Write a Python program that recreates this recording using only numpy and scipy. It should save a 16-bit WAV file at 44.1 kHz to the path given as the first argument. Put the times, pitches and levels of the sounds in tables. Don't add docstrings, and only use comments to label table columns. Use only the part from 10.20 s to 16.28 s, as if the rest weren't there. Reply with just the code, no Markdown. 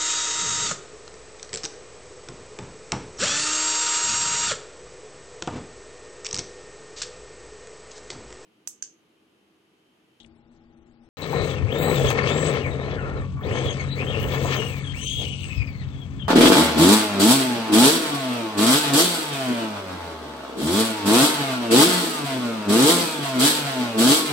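import sys
import numpy as np
from scipy import signal
from scipy.fft import rfft, irfft, next_fast_len
from scipy.io import wavfile

SR = 44100
rng = np.random.default_rng(int(sys.argv[2]) if len(sys.argv) > 2 else 0)


def generate_wav(sig):
    pcm = np.round(np.clip(np.atleast_2d(sig).T, -1, 1) * 32767).astype(np.int16)
    wavfile.write(sys.argv[1], SR, pcm)


def gain_from_decibels(decibels):
    exponent = np.asarray(decibels, float) / 20
    return 10 ** exponent


N = 268172
WORKSHOP_END_S, ROAD_START_S = 0.889, 0.97


def rms_one(x):
    return x / np.sqrt(np.mean(x ** 2) + 1e-20)


def in_time(rows):
    s, *columns = np.transpose(rows)
    return [np.interp(np.arange(N) / SR, s, column) for column in columns]


def at_hz(points, hz):
    table_hz, value = np.transpose(points)
    return np.interp(np.log(hz), np.log(table_hz), value)


def drift(rate):
    step, settle = 20, 4000
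    pole = np.exp(-2 * np.pi * rate * step / SR)
    noise = rng.standard_normal(N // step + settle + 2)
    slow = rms_one(signal.lfilter([1], [1, -2 * pole, pole * pole], noise)[settle:])
    return np.interp(np.arange(N) / step, np.arange(len(slow)), slow)


def shaped(x, gain_at):
    size = next_fast_len(N + 4096)
    hz = np.maximum(np.arange(size // 2 + 1) * SR / size, 1)
    return irfft(rfft(x, size) * gain_at(hz), size)[..., :N]


def band(x, low, high):
    return signal.sosfilt(signal.butter(4, [low, high], "band", fs=SR, output="sos"), x)


def bump(at, width):
    return np.exp(-.5 * ((np.arange(N) / SR - at) / width) ** 2)


def spell(start, length, edge_s=0.012):
    t = np.arange(N) / SR
    return np.clip(np.minimum(t - start, start + length - t) / edge_s + .5, 0, 1)


# (frequency [Hz], level [dB])
PORT_SHADOW = [(60, 7.5), (200, 4.5), (380, 10), (700, 5.5), (1290, 4.5), (2380, 9), (4400, 16), (8120, 13),
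               (15000, 40.5)]
# (frequency [Hz], coherence [0-1])
COHERENCE = [(100, .9), (500, .97), (1000, .8), (3000, .72), (8000, .62), (15000, .3)]
# (frequency [Hz], delay [samples])
PORT_LAG = [(200, 0.5), (600, 8.7), (1300, 7), (3000, 11.95)]


def ports(direct, diffuse):
    alike = lambda hz: np.clip(at_hz(COHERENCE, hz), 0, 1)
    shadow = lambda hz: gain_from_decibels(-at_hz(PORT_SHADOW, hz))
    late = lambda hz: np.exp(-2j * np.pi * hz * at_hz(PORT_LAG, hz) / SR)
    right = shaped(direct, lambda hz: shadow(hz) * alike(hz) * late(hz))
    right += shaped(diffuse, lambda hz: shadow(hz) * np.sqrt(1 - alike(hz) ** 2))
    return 1.571 * np.array([direct, right])


# (frequency [Hz], level [dB per Hz])
ROOM_TONE = [(30, -14), (69, -14), (171, -16), (193, -33), (239, -4), (270, -23.5), (334, -13),
             (445, -24.5), (770, -28.5), (828, -18.5), (889, -32), (2000, -35.5), (4500, -42),
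             (16000, -45.5)]
# (frequency [Hz], level [dB])
APPLIANCE_HUM = [(231, -64), (239, -94), (329, -67.5)]
# (time [s], peak level [dB], centre frequency [Hz], decay [s], relative half width [ratio])
RUSTLE = [
    (0.0008, -39.5, 3400, 0.017, 0.12),
    (0.03, -41, 3500, 0.0022, 0.19),
    (0.047, -42, 2700, 0.0032, 0.29),
    (0.033, -54, 7500, 0.0018, .1),
    (.062, -53, 6500, .002, .35),
    (.043, -45, 3300, .002, .15),
    (.0005, -52, 4600, 0.0095, 0.57),
    (0.36, -70, 5300, 0.013, .3),
    (0.34, -72.5, 5000, 0.0033, .3),
]


def workshop():
    t = np.arange(N) / SR
    room = shaped(rng.standard_normal((2, N)), lambda hz: gain_from_decibels(at_hz(ROOM_TONE, hz)))
    tone = gain_from_decibels(-58 + .5 * drift(23)) * rms_one(room)
    for hz, db in APPLIANCE_HUM:
        tone[0] += gain_from_decibels(db + 3.5 + 2.0 * drift(13.0)) * np.sin(2 * np.pi * hz * t)
    for s, db, hz, decay, half in RUSTLE:
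        fading = (t >= s) * np.exp(-np.maximum(t - s, 0) / decay)
        rub = rng.standard_normal((2, N)) * fading
        tone += gain_from_decibels(db + 5.5) * band(rub, (1 - half) * hz, (1 + half) * hz)
    return ports(*tone)


# (time [s], level [dB])
IDLE_LEVEL = [
    (0.97, -51),
    (1.17, -32),
    (1.9, -32),
    (3.25, -34),
    (3.8, -31),
    (4.3, -29.5),
    (4.9, -39),
    (5.1, -35),
    (6.08, -37.5),
]
# (frequency [Hz], level [dB])
ENGINE_ORDERS = [(45.5, -42.5), (91, -5), (136.5, -2), (182, -14), (227.5, -18), (273, -14)]


def idling_car():
    cycle = np.cumsum(1 + 0.00543 * drift(1.94)) / SR
    tones = 0
    for hz, db in ENGINE_ORDERS:
        tones = tones + gain_from_decibels(db + 3.9 * drift(29.0)) * np.sin(2 * np.pi * hz * cycle + 6 * rng.random())
    return gain_from_decibels(in_time(IDLE_LEVEL)[0] + 1.0) * tones


# (frequency [Hz], level [dB per Hz])
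OPEN_AIR = [(24, -39), (40, -9), (75, -1), (140, -3.5), (215, -9), (585, -26.5), (1440, -33), (3300, -65),
            (4570, -48), (7930, -49), (8770, -88.5), (13400, -103.5), (16000, -63.5)]


def open_air():
    t = np.arange(N) / SR
    air = shaped(rng.standard_normal((2, N)), lambda hz: gain_from_decibels(at_hz(OPEN_AIR, hz)) * (hz > 150))
    return gain_from_decibels(-45) * rms_one(air) * np.clip((t - ROAD_START_S) / 0.19, .1, 1)


# (time [s], peak level [dB], left minus right [dB])
GUSTS = [(1.21, -27, 10), (1.45, -21.5, 19), (1.841, -25.5, -18), (2.04, -35, 22), (2.6, -40, 4),
         (2.98, -23, -1), (3.3, -26, -6), (3.45, -29.5, -19), (4.04, -26, -17), (4.26, -26, 1),
         (4.49, -43, 13), (4.851, -46, -1), (5.0, -25, -3), (5.4, -30, 24)]


def wind():
    gust_s, breeze_db, breeze_pan_db = 0.034, -30, 0.5
    side = np.array([[.5], [-.5]])
    rise = np.clip((np.arange(N) / SR - ROAD_START_S) / 0.37, .1, 1)
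    power = gain_from_decibels(breeze_db + breeze_pan_db * side) ** 2 * rise
    for s, db, pan_db in GUSTS:
        power = power + (gain_from_decibels(db + pan_db * side) * bump(s, gust_s)) ** 2
    lumps = gain_from_decibels(1.9 * np.array([drift(11), drift(37)]))
    turbulence = band(rng.standard_normal((2, N)) * lumps, 55.1, 115.3)
    return gain_from_decibels(-5.5) * np.sqrt(power) * rms_one(turbulence)


# (time [s], tooth mesh frequency [Hz], response time [s], whine level [dB])
TRIGGER = [(0.97, 3957, 0.035, -44.5), (1.275, 1946, 0.095, -47.5), (1.484, 3950, 0.049, -36.5),
           (1.6, 3954, 0.047, -41), (1.745, 3135, 0.042, -38.5), (1.915, 2014, 0.037, -59),
           (2.012, 2350, .02, -43.5), (2.035, 3950, 0.056, -42), (2.13, 3911, 0.047, -52),
           (2.3, 2568, 0.072, -45.5), (2.43, 2132, 0.016, -43), (2.487, 1860, 0.014, -60.5),
           (2.62, 2162, 0.043, -66), (2.7, 1655, 0.0091, -47.5), (2.76, 1184, 0.038, -45.5),
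           (2.985, 1100, 0.033, -53), (3.205, 5020, 0.19, -43), (3.345, 3233, .03, -40.5),
           (3.42, 3580, 0.023, -32), (3.455, 3076, 0.047, -38.5), (3.525, 1706, 0.06, -48),
           (3.575, 1802, .07, -43), (3.7, 2013, .025, -59), (3.74, 2050, 0.025, -55),
           (3.757, 4587, 0.22, -39), (3.885, 3265, 0.027, -39.5), (3.915, 2660, 0.013, -37.5),
           (3.95, 2928, 0.028, -39.5), (4.07, 3390, 0.02, -46), (4.3, 3192, .03, -36.5),
           (4.37, 2800, 0.02, -32.5), (4.405, 2860, 0.017, -42), (4.475, 2003, 0.096, -49.5),
           (4.625, 1577, 0.015, -59), (4.73, 3102, 0.032, -36.5), (4.885, 3260, 0.012, -38),
           (5.025, 2770, .04, -40), (5.225, 2540, 0.028, -42.5), (5.39, 2325, 0.033, -43),
           (5.475, 2077, 0.017, -53.5), (5.51, 2065, .03, -58.5), (5.6, 1743, 0.021, -58.5),
           (5.66, 1651, 0.068, -74), (5.8, 1615, 0.024, -66.5), (5.99, 1507, 0.026, -67.5)]


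def throttle():
    whine_settle_s = 0.012
    t = np.arange(N) / SR
    hz, db = np.full(N, float(TRIGGER[0][1])), np.full(N, float(TRIGGER[0][3]))
    for s, goal_hz, response, goal_db in TRIGGER:
        at = round(s * SR)
        hz[at:] = goal_hz + (hz[at] - goal_hz) * np.exp(-(t[at:] - s) / response)
        db[at:] = goal_db + (db[at] - goal_db) * np.exp(-(t[at:] - s) / whine_settle_s)
    return hz, db


# (start [s], length [s], loss [dB], overspeed [Hz])
SLACK = [(0.96, 0.0567, 18, 50.4), (1.05, .045, 14, 60), (1.116, .025, 6, 61.1), (1.256, 0.02603, 13, 150),
         (1.32, .04, 6, 0.43), (1.398, 0.079, 19, 0.88), (1.531, 0.02, 12, 0.45), (1.562, 0.071, 9.5, 2.2),
         (1.719, 0.011, 8, 40.8), (1.732, 0.019, 5, 1), (1.799, 0.05, 9, 220), (1.898, 0.04, 12, 2),
         (2.11, 0.071, -1, 1.3), (2.322, 0.092, 6, 1.1), (2.545, 0.049, 14, 0.91), (2.682, 0.02, 21, 0.89),
         (2.731, 0.04556, 6, 80), (2.843, 0.01457, 1, 200), (2.897, .012, -1, 150),
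         (2.943, 0.01962, 6, 170), (3.058, 0.1086, 15.5, 60), (3.219, 0.068, 10.5, 0.84),
         (3.314, 0.025, 2, 0.79), (3.407, .045, 12, 0.88), (3.514, 0.083, 11, 0.68),
         (3.62, 0.091, 21.5, 1.4), (3.828, 0.045, 8, 55), (3.917, 0.014, 5, 1.1), (4.05, 0.031, 31, 1.7),
         (4.163, 0.18, 6, 1.4), (4.32, .042, 12, 1), (4.469, 0.0907, -1, 49.7), (4.609, 0.018, 4, 1.1),
         (4.727, 0.053, 5, 1.2), (4.795, 0.04, 6, 1.3), (4.84, 0.02, 8, 1.1), (4.954, 0.015, 6, 0.79),
         (5.088, 0.0257, 5, 220), (5.149, 0.08, 8, 180), (5.261, 0.036, 6, 39), (5.315, 0.04, 1, 60),
         (5.433, .035, 14, 180), (5.501, .04, 7, 85), (5.565, .03, 10, 70), (5.638, 0.028, 23, 220),
         (5.761, 0.027, 0, 40), (5.838, .15, 23, 110), (6.035, 0.062, 9, 0.97)]


def backlash(hz, db):
    edge_s, overspeed_s = 0.011, 0.034
    t = np.arange(N) / SR
    for s, length, loss_db, extra_hz in SLACK:
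        since = t - s - length
        db = db - loss_db * spell(s, length, edge_s)
        speeding = np.clip(1 + since / length, 0, 1)
        sagging = np.exp(-np.abs(since) / overspeed_s)
        hz = hz + extra_hz * np.where(since < 0, speeding, sagging)
    return hz, db


# (time [s], second harmonic over first [dB])
FACING = [(.97, -21), (1.5, -29), (1.585, -9), (1.63, -4), (1.72, -9), (1.76, -3), (1.82, -13), (1.87, -18),
          (1.895, 3.5), (1.925, -15), (2.0, -13), (2.04, 9), (2.065, -13), (2.13, -7), (2.17, 5),
          (2.3, 5.5), (2.42, -47), (2.48, -30), (2.51, 12), (2.73, 8), (2.76, -8), (2.8, -1), (2.83, 0),
          (2.87, -21), (3.15, -17), (3.21, -10), (3.235, 14), (3.28, 4.5), (3.305, -24), (3.38, -8),
          (3.45, -33), (3.51, -6), (3.56, 10), (3.61, -5.5), (3.69, 15.5), (3.74, 19), (3.775, -10),
          (3.9, -35), (4.25, -3), (4.35, -5), (4.4, -20), (4.47, -11.5), (4.5, -24), (4.58, -11),
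          (4.62, -11), (4.645, 15), (4.725, 20.5), (4.76, -10), (4.8, -22), (4.82, -5.5), (5.05, -17.5),
          (5.33, -23), (5.41, -7), (5.45, -26), (5.48, -7), (5.6, 6.5), (6.08, 26)]


def second_harmonic(mesh_db, glide_hz):
    loss_db = 10
    glide = np.clip(abs(np.gradient(glide_hz)) * SR / 20000, 0, 1)
    return mesh_db + in_time(FACING)[0] - loss_db * glide


# (frequency [Hz], width [Hz])
SHELL = [(446, 586), (1054, 95), (1831, 110), (2250, 400), (3290, 31), (6250, 870), (7730, 47), (8040, 930)]


def shell_lift(hz):
    return sum(1 / (1 + (2 * (hz - mid) / width) ** 2) for mid, width in SHELL)


TEETH = 25
# (time [s], gain [dB])
FLARES = [(1.64, 19), (2.085, 14.5), (2.98, 11), (3.6, 17), (4.49, 23.5), (4.81, 15), (4.87, 11.5),
          (4.93, 8.5), (4.98, 4), (5.04, 9), (5.17, 12), (5.23, 9), (5.28, 14)]


def gears(turns, hz, mesh_db, second_db):
    wobble = np.cumsum(hz * (.005 * drift(80) + .007 * drift(16))) / SR
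    phase = 2 * np.pi * (TEETH * turns + wobble)
    runout = np.sin(2 * np.pi * turns) + .35 * np.sin(6 * np.pi * turns + 1)
    third_db = mesh_db - 6.5 - hz / 170
    third_db = third_db + sum(db * bump(s, 0.032) for s, db in FLARES)
    beat = 1 + 0.057 * np.sin(2 * np.pi * turns + 2.6)
    out = 0
    for k, db in enumerate((mesh_db + 8.5, second_db + 8.5, third_db), 1):
        rattle = rms_one(band(rng.standard_normal(N), 51, 450))
        level = gain_from_decibels(db + 4.2 * np.clip(drift(38), -3, 1))
        out = out + level * (.95 + .5 * rattle / k ** .7) * np.sin(k * phase + .6 * runout)
    return shaped(beat * out, lambda hz: .6 + .5 * shell_lift(hz))


# (time [s], level [dB])
GRIP = [(0.98, -40.5), (1.19, -29), (1.46, -36), (1.58, -27), (2.37, -28.5), (2.43, -32.5), (2.97, -33.5),
        (3.18, -55), (3.25, -30.5), (3.41, -29), (3.72, -42), (3.82, -34), (4.39, -30.5), (4.59, -45),
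        (4.96, -50), (5.01, -34.5), (5.18, -50), (6.08, -55)]
# (time [s], level [dB])
EFFORT = [(0.98, -60), (1.05, -49.5), (1.29, -47), (1.45, -60), (1.63, -47.5), (1.92, -38.5), (1.96, -50),
          (2.29, -39.5), (2.36, -53.5), (3.22, -67), (3.35, -46.5), (3.76, -54.5), (4.32, -43.5),
          (4.74, -51), (4.83, -43.5), (5.27, -50), (5.43, -61), (6.08, -65.5)]


def driven(db, grip, effort):
    mean_grip_db, mean_effort_db = -35, -55
    grip_db = grip * (in_time(GRIP)[0] - mean_grip_db)
    return db + grip_db + effort * (in_time(EFFORT)[0] - mean_effort_db)


def shaft(turns, hz):
    level_db = driven(-39, grip=0.87, effort=0.47) + 3 * np.log2(hz / 3500)
    return gain_from_decibels(level_db) * np.sin(2 * np.pi * turns)


# (frequency [Hz], level [dB per Hz])
TRUCK = [(120, -37.5), (200, -3), (360, -10.5), (440, -5), (735, -11), (1040, -13.5), (1590, -18),
         (2250, -21), (3900, -27.5), (5330, -35), (6200, -32), (7830, -29.5), (9000, -33), (10500, -51),
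         (13000, -64.5)]


def shell_gain(hz):
    bounce = 1 + .3 * np.cos(2 * np.pi * hz * .0023)
    return bounce * gain_from_decibels(at_hz(TRUCK, hz)) * (0.6 + 1.72 * shell_lift(hz))


def grains(per_s, spread_db):
    born = rng.random(N) < per_s / SR
    size = gain_from_decibels(spread_db * np.minimum(rng.exponential(1, N), 2)) * born
    burst = signal.lfilter([1], [1, -.97], size)
    return rng.standard_normal((2, N)) * (1.27 + burst)


# (start [s], length [s], loss [dB])
WHEELSPIN = [
    (3.054, 0.11, 5.5),
    (4.85, 0.14, 13),
    (4.948, 0.285, 16),
]
# (time [s], gain [dB])
SPURTS = [
    (1.511, 0),
    (1.889, 3.5),
    (1.99, 12),
    (2.081, 9.5),
    (2.36, 7.5),
    (2.71, 7.5),
    (3.49, -1),
    (4.15, 6.5),
    (4.33, 9),
]


def churn(turns, hz):
    free_db = sum(db * spell(s, length) for s, length, db in WHEELSPIN)
    spurt_db = sum(db * bump(s, 0.026) for s, db in SPURTS)
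    drum_db = driven(-35.4, grip=1.29, effort=0.013) - 0.15 * free_db
    churn_db = driven(-42, grip=0.67, effort=0.24) - free_db + 0.6 * spurt_db
    gearbox_db = driven(-48, grip=0.12, effort=0.58) + spurt_db
    brush_db = driven(-60.5, grip=.01, effort=1)
    snow = shaped(grains(.15 * hz, 3.2) * gain_from_decibels(0.5 * drift(18)), shell_gain)
    pulse = .5 + .5 * np.sin(2 * np.pi * turns + .8 * drift(30))
    puff = (.5 + pulse ** 2) * gain_from_decibels(1.8 * drift(15))
    hiss = shaped(rng.standard_normal((2, N)) * puff + .5 * grains(1.0 * hz, 0.74), shell_gain)
    out = gain_from_decibels(drum_db) * rms_one(band(snow, 190, 800))
    out += gain_from_decibels(churn_db + 1.16 * drift(38.0)) * rms_one(band(snow, 1075, 3100))
    out += gain_from_decibels(gearbox_db + 2.15 * drift(18.0)) * rms_one(band(hiss, 2614, 5284))
    out += gain_from_decibels(brush_db + 2.0 * drift(17)) * rms_one(band(hiss, 5880, 11000))
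    return out


# (start [s], length [s], level [dB])
SPELLS = [(0.979, 0.366, -61.5), (1.514, 0.12, -60), (1.586, 0.18, -47), (1.757, 0.186, -54),
          (2.047, 0.31, -60.5), (2.36, 0.165, -72), (3.201, .15, -70), (3.438, 0.042, -61),
          (3.702, 0.34, -67), (3.996, 0.38, -54.5), (4.363, 0.23, -60), (4.747, 0.35, -61),
          (5.198, 0.18, -66), (5.405, 0.22, -76), (5.633, 0.5, -81.5)]


def sizzle():
    bright = shaped(rng.standard_normal((2, N)), lambda hz: np.clip(hz / 15500, 0, 1) ** 8)
    level = sum(gain_from_decibels(db) * spell(s, length) for s, length, db in SPELLS)
    return level * gain_from_decibels(12.0 + 2.4 * drift(24)) * rms_one(bright)


# (time [s], level [dB])
GRIT = [
    (1.023, -22),
    (1.684, -24),
    (1.903, -8.5),
    (1.908, -16),
    (3.18, -47),
    (4.03, -19),
    (4.326, -24),
]


def grit():
    clicks = np.zeros(N)
    for s, db in GRIT:
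        clicks[round(s * SR)] += gain_from_decibels(db)
        clicks[round((s + .0011) * SR)] -= gain_from_decibels(db - 18.0)
    return band(clicks + 1e-18, 1250, 15000)


# (time [s], splat peak level [dB], thud level [dB])
SPRAY = [(1.0238, -25, -22.5), (1.1294, -44, -14), (1.6819, -11, -12), (1.901, -14, -50), (1.97, -23, -33),
         (3.1882, -46, -49), (3.2494, -27.5, -49), (4.0298, -19.5, -51), (4.135, -18, -16),
         (4.2471, -26, -13), (4.373, -32, -22), (5.0178, -27, -38)]


def clods():
    out = np.zeros(N)
    t = np.arange(1800) / SR
    for s, db, thud_db in SPRAY:
        noise, at = rng.standard_normal(len(t)), round(s * SR)
        splat = band(noise * np.exp(-t / 0.0051), 1300, 17000)
        thud = band(noise * np.exp(-t / 0.025), 200, 1040)
        out[at:at + len(t)] += gain_from_decibels(db - 23.5) * splat + gain_from_decibels(thud_db + 2.0) * thud
    return out


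def truck():
    bank_echo_s, bank_echo = .021, .4
    glide_hz, mesh_db = throttle()
    hz, mesh_db = backlash(glide_hz, mesh_db)
    turns = np.cumsum(hz / TEETH) / SR
    whine = gears(turns, hz, mesh_db, second_harmonic(mesh_db, glide_hz))
    whine = whine + bank_echo * np.roll(whine, round(bank_echo_s * SR))
    out = churn(turns, hz) + sizzle()
    out[0] += whine + shaft(turns, hz) + grit() + clods()
    out[1] += np.roll(whine, 157)
    return out


# (time [s], left over right [dB])
TURNING = [(0, 1), (.45, -1), (.6, 0.5), (1.1, 2), (1.6, 0.5), (2.3, 1), (2.7, -0.5), (3.6, 0), (4.2, 0.5),
           (5.2, 1), (6.08, 2.5)]


def scene():
    t = np.arange(N) / SR
    road = truck() + open_air()
    road[0] += idling_car()
    heard = workshop() * (t < WORKSHOP_END_S)
    heard = heard + (ports(*road) + wind()) * (t >= ROAD_START_S)
    return heard * gain_from_decibels(in_time(TURNING)[0] * np.array([[.2], [-.8]]))


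# (frequency [Hz], depth [dB])
MASKING_DEPTH = [(600, 10), (900, 8), (1500, 9), (2100, 10), (3000, 30), (4500, 18), (5300, 9.5),
                 (6400, 13), (7500, 23.5), (8600, 11), (9500, 12), (12000, 7.5), (15500, 16)]
# (start [s], length [s], low frequency [Hz], high frequency [Hz])
STARVED = [
    (1.6, .09, 5100, 6500),
    (4.605, .05, 5000, 5600),
    (4.81, .065, 4500, 5600),
    (5.195, .04, 5000, 5600),
    (5.185, .06, 1550, 1950),
    (4.85, .055, 1600, 2100),
]


def masking_gate(x):
    hz, t, spec = signal.stft(x, SR, "cosine", 2048, 1024)
    edges = np.r_[np.geomspace(28, 380, 22), np.arange(412, 740, 32), 738]
    edges = np.round(edges).astype(int)
    width = np.diff(edges)
    power = np.add.reduceat(abs(spec) ** 2, edges, axis=1)[:, :-1] / width[:, None]
    level_db = 10 * np.log10(power + 1e-20)
    treble = power[:, 15:24].mean(axis=1, keepdims=True)
    treble_db = 10 * np.log10(treble + 1e-20)
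    kept = level_db > treble_db - at_hz(MASKING_DEPTH, hz[edges[:-1]])[:, None]
    centre = (hz[edges[:-1]] + hz[edges[1:]]) / 2
    for s, length, low, high in STARVED:
        inside = (centre >= low) & (centre <= high)
        kept &= ~(inside[:, None] & (t >= s) & (t <= s + length))
    kept &= kept[:1]
    indoors = t < WORKSHOP_END_S
    hiss_db = np.median(level_db[:, 17:18, indoors], axis=2, keepdims=True)
    kept[..., indoors] &= level_db[..., indoors] > hiss_db + .3
    spec[:, edges[0]:edges[-1]] *= np.repeat(kept, width, axis=1)
    spec[:, edges[-1]:] = 0
    return signal.istft(spec, SR, "cosine", 2048, 1024)[1][:, :N]


def band_limit(x):
    return signal.sosfilt(signal.butter(12, 16580, fs=SR, output="sos"), x)


def record(dry):
    t = np.arange(N) / SR
    mix = masking_gate(dry) * ((t < WORKSHOP_END_S) | (t >= ROAD_START_S))
    return band_limit(mix)


dry = scene()
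out = record(dry)
generate_wav(out)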